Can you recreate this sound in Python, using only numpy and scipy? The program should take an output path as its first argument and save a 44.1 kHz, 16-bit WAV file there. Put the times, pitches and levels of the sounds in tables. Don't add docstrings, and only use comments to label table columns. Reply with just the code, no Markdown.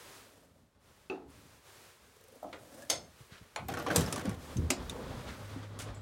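import sys
import numpy as np
from scipy import signal
from scipy.fft import rfft, irfft
from scipy.io import wavfile
from scipy.ndimage import uniform_filter1d

SR = 44100
rng = np.random.default_rng(int(sys.argv[2]) if len(sys.argv) > 2 else 0)


def output_pcm(signal):
    pcm = np.clip(np.atleast_2d(signal).T, -1, 1) * 32767
    wavfile.write(sys.argv[1], SR, np.round(pcm).astype(np.int16))


N = 265393
T = np.arange(N) / SR
AGE = T[:SR * 3 // 4]


# frequency_hz, t60_s
HALL_T60 = [(100, 0.5), (300, 0.32), (700, 0.35), (2000, 0.23), (6000, 0.22), (10000, 0.15), (16000, 0.13)]

# frequency_hz, density_db_per_hz
OUTDOOR_SPECTRUM = [(15, -84), (25, -8.5), (70, -1.5), (102, -6.5), (134, -6), (186, -10), (257, -8),
                    (307, -15.5), (574, -12), (667, -18), (1100, -18), (2930, -33), (3320, -28),
                    (10000, -48), (13000, -68), (22000, -120)]

# frequency_hz, density_db_per_hz
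FABRIC_HISS_SPECTRUM = [(59, -20.5), (100, 0.5), (239, -18.5), (389, -2.5), (705, -8), (950, -6.5),
                        (1580, -7.5), (2220, -10), (9210, -16), (14700, -22), (16000, -21)]
# frequency_hz, density_db_per_hz
SWISH_SPECTRUM = [(200, -10), (500, 1), (900, -6), (1400, 4), (2300, -0.5), (4000, -4.5), (8000, -15),
                  (16000, -30)]
# start_s, length_s, level_db
FABRIC_HISSES = [(-0.1, 0.27, -54), (0.77, 0.27, -67.5), (1.24, 0.31, -62.5), (1.59, 0.29, -58),
                 (1.95, 2.95, -65.5), (2.58, 0.33, -66), (3.1, 0.11, -62), (4.34, 0.2, -55.5),
                 (4.75, 0.75, -58), (5.6, 0.39, -72)]
# start_s, length_s, level_db
SWISHES = [(3.295, 0.058, -55.5), (5.17, 0.065, -55), (5.26, 0.04, -49.5), (5.43, 0.2, -57.5),
           (5.785, 0.019, -50.5), (5.87, 0.15, -77)]

# frequency_hz, density_db_per_hz
HINGE_SPECTRUM = [(80, -15), (170, -1), (300, -8.5), (517, 4), (700, -14), (920, -6.5), (1340, -19),
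                  (2500, -34), (8000, -50)]
# frequency_hz, density_db_per_hz
LEAF_SPECTRUM = [(35, -46), (70, 15.5), (160, 11), (280, 3), (450, -2.5), (700, -34), (1500, -46)]
# start_s, length_s, level_db
LEAF_RUMBLES = [(0.34, 0.32, -68), (1.13, 0.29, -62.5), (2.41, 0.54, -66.5), (2.89, 0.17, -57.5),
                (3.58, 0.79, -48.5)]
# start_s, level_db, pitch_hz
LEAF_THUMPS = [(3.701, -42, 114), (3.968, -32, 85.6), (3.979, -26.5, 159.3), (4.004, -32.5, 113),
               (4.247, -37, 273), (4.274, -32, 197), (4.301, -37, 106), (4.559, -31.5, 122),
               (4.581, -28, 79.3), (4.598, -32.5, 155), (4.629, -32.5, 77.5), (4.66, -40, 115),
               (5.56, -42.5, 265)]
# start_s, level_db, pitch_hz
BODY_BUMPS = [(1.455, -54, 150), (3.205, -52, 118), (3.318, -52.5, 126), (3.41, -51.5, 101),
              (5.099, -39.5, 87)]

# frequency_hz, density_db_per_hz
GUARD_SPECTRUM = [(100, -41), (200, -11), (290, -4), (380, 3.5), (480, -6), (590, -14.5), (700, -7.5),
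                  (860, -7), (980, -15), (1300, -14.5), (2100, -27), (2620, -15), (3050, -32), (3700, -29),
                  (7000, -41), (12000, -69)]
# frequency_hz, level_db, t60_s
GUARD_MODES = [(280, -1.5, 0.94), (310, -12, 0.34), (379, 3, 0.44), (407, -1, 0.43), (685, -16, 0.22),
               (795, -20, .33), (1310, -10, 0.28), (1565, -14, 0.19), (2480, -5, 0.1), (2600, 7.5, 0.095),
               (2700, -2, 0.17)]

# frequency_hz, density_db_per_hz
LINKAGE_SPECTRUM = [(100, -13), (300, -6.5), (430, -10), (700, 1.5), (1050, -5), (1600, -12), (2250, -7),
                    (3300, -18), (4000, -18), (5000, -26.5), (7000, -29), (10000, -27), (12000, -43),
                    (16000, -47)]
# frequency_hz, level_db, t60_s
LINKAGE_MODES = [(687, -6, 0.28), (1037, -22, .15), (2200, -4, 0.093), (2450, -13, .1), (4270, -6, 0.057),
                 (5670, -11, 0.06), (6880, -7, 0.065), (7300, -11, 0.072), (9630, -7.5, 0.039)]
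# frequency_hz, density_db_per_hz
CASE_SPECTRUM = [(88, -36), (150, -31), (270, -1), (326, 1), (623, -2), (776, 0), (981, -13.5), (1120, -8),
                 (1280, -16), (1460, -9.5), (2260, -13.5), (5000, -23), (6500, -24), (11000, -120)]
# frequency_hz, level_db, t60_s
CASE_MODES = [(280.5, -0.5, 0.23), (477, -2, 0.3), (404, -5, 0.2), (587, -7.5, 0.4), (777, -6, 0.15),
              (1120, -1.5, 0.14), (1417, -10.5, 0.42), (1790, -6, 0.1)]
# frequency_hz, density_db_per_hz
STEEL_SPECTRUM = [(1500, 1), (3000, 2.5), (4500, 1.5), (7000, 3.5), (10000, 2), (13000, -9), (16000, -11)]
# start_s, case_level_db, click_level_db, main_resonance_hz
RATTLES = [(3.687, -36.5, -62, 705), (3.738, -39, -48.5, 1590), (3.771, -36.5, -53, 1415),
           (3.797, -41, -52, 1190), (3.864, -33, -52.5, 1112), (3.902, -30, -57, 1450),
           (3.981, -42, -38.5, 1006), (4.007, -60, -40.5, 990), (4.125, -39.5, -35.5, 1136),
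           (4.159, -39.5, -42, 1065), (4.194, -44, -50.5, 1580), (4.2542, -39.5, -50, 564),
           (4.293, -43.5, -49.5, 426)]
# frequency_hz, density_db_per_hz
SLIDE_SPECTRUM = [(88, -32), (150, 4.5), (286, -3), (484, -4.5), (979, -9), (1900, -13), (2270, -20),
                  (3220, -18), (3700, -20), (4860, -23), (5250, -22), (13400, -30), (16000, -36)]
# start_s, length_s, level_db
SLIDES = [(3.678, 0.044, -44.5), (3.795, 0.044, -46), (3.9, 0.11, -34.5), (4.06, 0.055, -43.5),
          (4.165, 0.026, -44), (4.232, 0.091, -50)]

# frequency_hz, density_db_per_hz
LATCH_SPECTRUM = [(120, -38), (200, 11.5), (529, -18), (1300, -43), (1870, -28), (2290, -16), (4950, -12.5),
                  (6880, -12), (8580, -8.5), (9230, -14), (10500, -13), (14300, -18.5), (16000, -28)]
# frequency_hz, level_db, t60_s
STRIKE_MODES = [(478.4, 9, 0.2), (1100, -11, 0.38), (1500, -24, .15), (1700, -3, 0.1), (5050, -9, 0.3),
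                (6060, -4, 0.19), (7750, 3, 0.06), (8400, -6, .06), (10800, -7, .05)]
# frequency_hz, density_db_per_hz
REBOUND_SPECTRUM = [(70, -32), (130, -14), (280, -2), (410, -25), (500, -20), (650, -4), (850, -14.5),
                    (1250, -13), (1750, -19.5), (2500, -12), (3500, -21), (5000, -18.5), (7200, -14.5),
                    (9000, -21), (14500, -31), (16000, -42)]
# frequency_hz, level_db, t60_s
LATCH_MODES = [(251.2, 1, 0.43), (359, 4.5, 0.27), (2510, -10, 0.31), (3920, -7, 0.19), (4760, -3, 0.15),
               (5070, -8, 0.25), (6950, -15, .14), (7397, 4, 0.056), (8050, -9, 0.082)]
# start_s, level_db, pitch_hz, t60_s
TICKS = [(1.302, -70.5, 9560, .04), (2.43, -65, 13500, .03), (2.821, -56, 1674, 0.14),
         (3.684, -47.5, 13700, 0.039), (3.789, -56, 13500, .04), (3.825, -61, 13800, .05),
         (4.062, -48.5, 5140, 0.046), (4.568, -49, 6120, 0.049), (4.896, -42, 3600, 0.025),
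         (5.946, -61.5, 7470, 0.21)]

# frequency_hz, density_db_per_hz
SLIP_SPECTRUM = [(120, -10), (280, -20), (450, 3.5), (680, -15), (900, -37), (2000, -42), (6000, -31)]
# frequency_hz, density_db_per_hz
TUMBLER_SPECTRUM = [(100, -22), (200, -10), (300, -1.5), (420, -12), (650, 2.5), (850, -8.5), (1050, -18),
                    (1280, -16), (1750, -46), (3000, -56), (6000, -59)]
# start_s, level_db
TUMBLER_KNOCKS = [(2.4265, -43.5), (2.4427, -42.5)]
# frequency_hz, density_db_per_hz
CAM_SPECTRUM = [(150, -16), (330, 3), (680, 4.5), (950, 0.5), (1300, 0.5), (1700, -8), (2200, -2.5),
                (3000, -12.5), (4000, -10), (6000, -22), (8000, -24), (16000, -45)]
# frequency_hz, density_db_per_hz
BOLT_SPECTRUM = [(100, -67), (250, -5.5), (450, -0.5), (650, 2), (880, -4), (1080, -6.5), (1500, -11.5),
                 (2100, -8), (2450, -12), (3200, -5.5), (4000, -4.5), (5300, -5.5), (5900, -12),
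                 (6400, 2.5), (6900, -9.5), (9000, -9.5), (16000, -23.5)]
# frequency_hz, level_db, t60_s
BOLT_MODES = [(480, -3, 0.17), (602, -6, 0.31), (708, -3, 0.24), (1048, -18, 0.23), (2100, -10, 0.38),
              (3200, -2, 0.14), (3620, -19, 0.11), (4390, -7, 0.34), (5067, -11, 0.39), (5233, 0.5, 0.3),
              (5470, 0, 0.2), (5950, -7, 0.19), (6380, 1.5, 0.33), (6400, -7, 0.26), (6550, -9, 0.22),
              (6934, -10, 0.18), (7200, -8, 0.28), (8500, -8, 0.32), (9400, -13, 0.32)]
# frequency_hz, density_db_per_hz
DRAG_SPECTRUM = [(150, -28), (260, 5), (400, -11), (580, 3), (800, -10), (1200, -16), (1720, -16),
                 (2400, -26), (4300, -23), (9000, -20.5), (16000, -28)]
# start_s, length_s, level_db
DRAGS = [(0.0, 0.44, -65), (0.53, 0.046, -67), (2.3, 0.052, -59.5), (2.55, 0.18, -59), (2.69, 0.14, -53)]

OPEN_S, SWING_S = 3.9, 0.96
SHUT_DB, OPENING_DB = -69, -48.5
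HUM_HZ, HUM_S, HUM_RISE_S, HUM_DB = 102.4, 5.37, 0.064, -47
HISS_FLOOR_DB, HISS_ATTACK_S, HISS_T60_S = -79.5, 0.11, 0.85
SWISH_ATTACK_S, SWISH_T60_S = 0.027, 0.47
SLEEVE_S, SLEEVE_HOLD_S, SLEEVE_DB = 5.788, 0.018, -44.5
HINGE_S, HINGE_HOLD_S, HINGE_DB = 4.9, 0.12, -46
RUMBLE_ATTACK_S, RUMBLE_T60_S = 0.022, 0.47
THUMP_T60_S, BUMP_T60_S = 0.18, 0.063
SLIDE_ATTACK_S, SLIDE_T60_S = 0.02, 0.52
LOOSE_PER_S, LOOSE_DB, LOOSE_SPREAD_DB = 30, -12, 2.5
WIND_S, WIND_END_S, WIND_DB, WIND_DB_PER_S = 2.167, 2.36, -62.5, 15
WIND_TICKS_PER_S, WIND_JITTER_S = 26, 0.0064
DRAG_ATTACK_S, DRAG_T60_S = 0.054, 0.43
EDGE_HZ = 16100


def amp(db):
    return 10 ** (np.asarray(db) / 20)


def evened(x, size=None):
    return x / np.sqrt(np.mean(x[:size] ** 2) + 1e-20)


def read(points, hz):
    f, value = np.transpose(points)
    return np.interp(np.log(hz + 1), np.log(f), value)


def add(mix, s, sound):
    part = mix[round(s * SR):][:len(sound)]
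    part += sound[:len(part)]


def coloured(x, spectrum, size=4096):
    hz = abs(np.fft.fftfreq(size, 1 / SR))
    gain_db = np.maximum(read(spectrum, hz), -100)
    log_gain = np.log(amp(gain_db))
    response = np.exp(np.conj(signal.hilbert(log_gain)))
    taps = np.fft.ifft(response).real
    return signal.oaconvolve(x, taps[:size // 2])[:len(x)]


def drift(rate_hz):
    hz = np.fft.rfftfreq(N, 1 / SR)
    spectrum = rfft(rng.standard_normal(N))
    return evened(irfft(spectrum * np.exp(-(hz / rate_hz) ** 2), N))


def strokes(rows, attack_s, t60):
    power = np.zeros(N)
    for start, length, db in rows:
        swell = np.sin(np.pi / 2 * np.clip((T - start) / attack_s, 0, 1)) ** 2
        since_end = np.clip(T - start - length, 0, 2 * t60)
        power += (swell * amp(db - 60 * since_end / t60)) ** 2
    return np.sqrt(power)


def tail(ring=1, patchy_db=4.5, size=512):
    hz, t, z = signal.stft(rng.standard_normal(len(AGE)), SR, nperseg=size)
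    uneven = np.clip(rng.standard_normal((len(hz), 1)), -2, 2)
    uneven_db = patchy_db * uneven * np.minimum(hz / 2000, 1)[:, None]
    decay_db = -60 * t / (ring * read(HALL_T60, hz)[:, None])
    return signal.istft(z * amp(uneven_db + decay_db), SR, nperseg=size)[1][:len(AGE)]


def blow(spectrum, crack_db, crack_s, ring, size=1024):
    chatter = rng.choice([-1, 1], len(AGE)) * (AGE / crack_s) * np.exp(1 - AGE / crack_s)
    crack = signal.lfilter(*signal.butter(1, 1200, "high", fs=SR), chatter)
    build_up = 1 - np.exp(-AGE / 0.0051)
    excitation = amp(crack_db) * crack + build_up * tail(ring)
    return evened(coloured(excitation, spectrum), size)


def ringing(modes, blur=0.37):
    out = np.zeros(len(AGE))
    for hz, db, t60 in modes:
        in_phase, quadrature = evened(uniform_filter1d(rng.standard_normal((2, len(AGE))), size=500))
        turn = 2 * np.pi * hz * AGE
        wave = (1 + blur * in_phase) * np.sin(turn) + blur * quadrature * np.cos(turn)
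        out += amp(db - 60 * AGE / t60) * wave
    return evened(out, size=1024)


def ping(hz, t60, spread=.08, count=5):
    cluster = hz * (1 + spread * rng.uniform(-0.836, 1, (count, 1)))
    waves = np.sin(2 * np.pi * (cluster * AGE + rng.random((count, 1)))).sum(0)
    attack = 1 - np.exp(-AGE / 0.00021)
    return evened(waves * amp(-60 * AGE / t60) * attack, size=512)


def thump(hz, t60):
    fade = amp(-60 * AGE / t60) * (1 - np.exp(-AGE / 0.00055))
    swing = evened(fade * np.sin(2 * np.pi * hz * AGE), size=1024)
    stir = evened(coloured(fade * rng.standard_normal(len(AGE)), LEAF_SPECTRUM), size=1024)
    return amp(-2.0) * swing + amp(-6.5) * stir


def background():
    gap = np.clip((T - OPEN_S) / SWING_S, 0, 1)
    passed = amp(SHUT_DB) + gap * amp(OPENING_DB)
    outdoors = evened(coloured(rng.standard_normal(N), OUTDOOR_SPECTRUM))
    rumble = passed * amp(2.9 * drift(11.7)) * outdoors
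    running = amp(HUM_DB) * np.clip((T - HUM_S) / HUM_RISE_S, 0, 1)
    pitch_hz = HUM_HZ + 0.93 * drift(4.9)
    tone = evened(np.sin(2 * np.pi * np.cumsum(pitch_hz) / SR))
    return rumble + running * amp(0.5 * drift(8.7)) * tone


def clothes():
    hiss_gain = amp(HISS_FLOOR_DB) + strokes(FABRIC_HISSES, HISS_ATTACK_S, HISS_T60_S)
    hiss = hiss_gain * evened(coloured(rng.standard_normal(N), FABRIC_HISS_SPECTRUM))
    folds = amp(2.1 * drift(65)) * rng.standard_normal(N)
    swish = strokes(SWISHES, SWISH_ATTACK_S, SWISH_T60_S) * evened(coloured(folds, SWISH_SPECTRUM))
    grains = amp(1.6 * drift(130)) * rng.standard_normal(N)
    brush = strokes([(SLEEVE_S, SLEEVE_HOLD_S, SLEEVE_DB)], attack_s=0.003, t60=0.2)
    return hiss + swish + brush * evened(coloured(grains, STEEL_SPECTRUM))


def hinge():
    grip = amp(1.3 * drift(40))
    rub = evened(coloured(grip * rng.standard_normal(N), HINGE_SPECTRUM))
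    return rub * strokes([(HINGE_S, HINGE_HOLD_S, HINGE_DB)], attack_s=0.036, t60=0.29)


def thumps():
    rumble = evened(coloured(rng.standard_normal(N), LEAF_SPECTRUM))
    out = strokes(LEAF_RUMBLES, RUMBLE_ATTACK_S, RUMBLE_T60_S) * rumble
    for rows, t60 in (LEAF_THUMPS, THUMP_T60_S), (BODY_BUMPS, BUMP_T60_S):
        for s, db, hz in rows:
            add(out, s, amp(db) * thump(hz, t60))
    return out


def guard():
    out = np.zeros(N)
    knock = blow(GUARD_SPECTRUM, crack_db=7.0, crack_s=0.0017, ring=1.24)
    add(out, 1.099, amp(-38.0) * knock + amp(-41.5) * ringing(GUARD_MODES))
    return out


def handle():
    out = np.zeros(N)
    clack = blow(LINKAGE_SPECTRUM, crack_db=12.5, crack_s=0.0011, ring=1.0)
    add(out, 3.5605, amp(-38.0) * clack + amp(-46) * ringing(LINKAGE_MODES))
    for s, case_db, click_db, hz in RATTLES:
        case = blow(CASE_SPECTRUM, crack_db=0.0, crack_s=0.0023, ring=0.84, size=512)
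        body = amp(-5.5) * case + amp(-7.5) * ringing(CASE_MODES)
        knock = body + amp(-4) * ping(hz, t60=0.091, spread=0.136)
        click = blow(STEEL_SPECTRUM, crack_db=6.5, crack_s=0.0016, ring=0.5, size=512)
        add(out, s, amp(case_db) * knock + amp(click_db) * click)
    sliding = strokes(SLIDES, SLIDE_ATTACK_S, SLIDE_T60_S)
    grip = amp(2.84 * drift(78))
    out += sliding * evened(coloured(grip * rng.standard_normal(N), SLIDE_SPECTRUM))
    struck = rng.random(N) < LOOSE_PER_S / SR
    taps = struck * amp(LOOSE_DB + LOOSE_SPREAD_DB * rng.standard_normal(N))
    return out + signal.oaconvolve(sliding * taps, ringing(CASE_MODES))[:N]


def latches():
    out = np.zeros(N)
    snap = blow(LATCH_SPECTRUM, crack_db=15.0, crack_s=0.0018, ring=1.3)
    add(out, 3.9595, amp(-28.0) * snap + amp(-30) * ringing(STRIKE_MODES))
    add(out, 3.965, amp(-33.5) * blow(LATCH_SPECTRUM, crack_db=16, crack_s=0.0021, ring=0.45))
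    rebound = blow(REBOUND_SPECTRUM, crack_db=10.0, crack_s=0.0029, ring=0.86)
    add(out, 4.7022, amp(-28.5) * rebound + amp(-35.5) * ringing(LATCH_MODES))
    for s, db, hz, t60 in TICKS:
        chink = ping(hz, t60, spread=0.073, count=7)
        click = blow(STEEL_SPECTRUM, crack_db=0.5, crack_s=0.0011, ring=0.3, size=512)
        add(out, s, amp(db) * (amp(0.5) * chink + amp(-1.5) * click))
    return out


def lock():
    grip = amp(1.6 * drift(60))
    friction = evened(coloured(grip * rng.standard_normal(N), DRAG_SPECTRUM))
    out = strokes(DRAGS, DRAG_ATTACK_S, DRAG_T60_S) * friction
    for s in np.arange(WIND_S, WIND_END_S, 1 / WIND_TICKS_PER_S):
        slip = blow(SLIP_SPECTRUM, crack_db=5, crack_s=0.0022, ring=0.24)
        jitter_s = WIND_JITTER_S * (2 * rng.random() - 1)
        add(out, s + jitter_s, amp(WIND_DB + WIND_DB_PER_S * (s - WIND_S)) * slip)
    for s, db in TUMBLER_KNOCKS:
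        add(out, s, amp(db) * blow(TUMBLER_SPECTRUM, crack_db=12.5, crack_s=0.0019, ring=0.96))
    add(out, 2.527, amp(-45.5) * blow(CAM_SPECTRUM, crack_db=2, crack_s=0.0032, ring=0.86))
    add(out, 2.894, amp(-56) * blow(BOLT_SPECTRUM, crack_db=4, crack_s=0.001, ring=.5))
    strike = blow(BOLT_SPECTRUM, crack_db=7, crack_s=0.0024, ring=0.99)
    add(out, 2.899, amp(-28.5) * strike + amp(-36.5) * ringing(BOLT_MODES, blur=0.78))
    return out


def scene():
    surroundings = background() + clothes()
    door = hinge() + thumps()
    metalwork = guard() + handle() + latches() + lock()
    return (surroundings + door + metalwork)[None]


def record(dry):
    thin = signal.sosfilt(signal.butter(8, 41, "high", fs=SR, output="sos"), dry)
    low_pass = signal.firwin(511, EDGE_HZ, window=("kaiser", 9), fs=SR)
    return signal.oaconvolve(thin, low_pass[None], "same")


dry = scene()
out = record(dry)
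output_pcm(out)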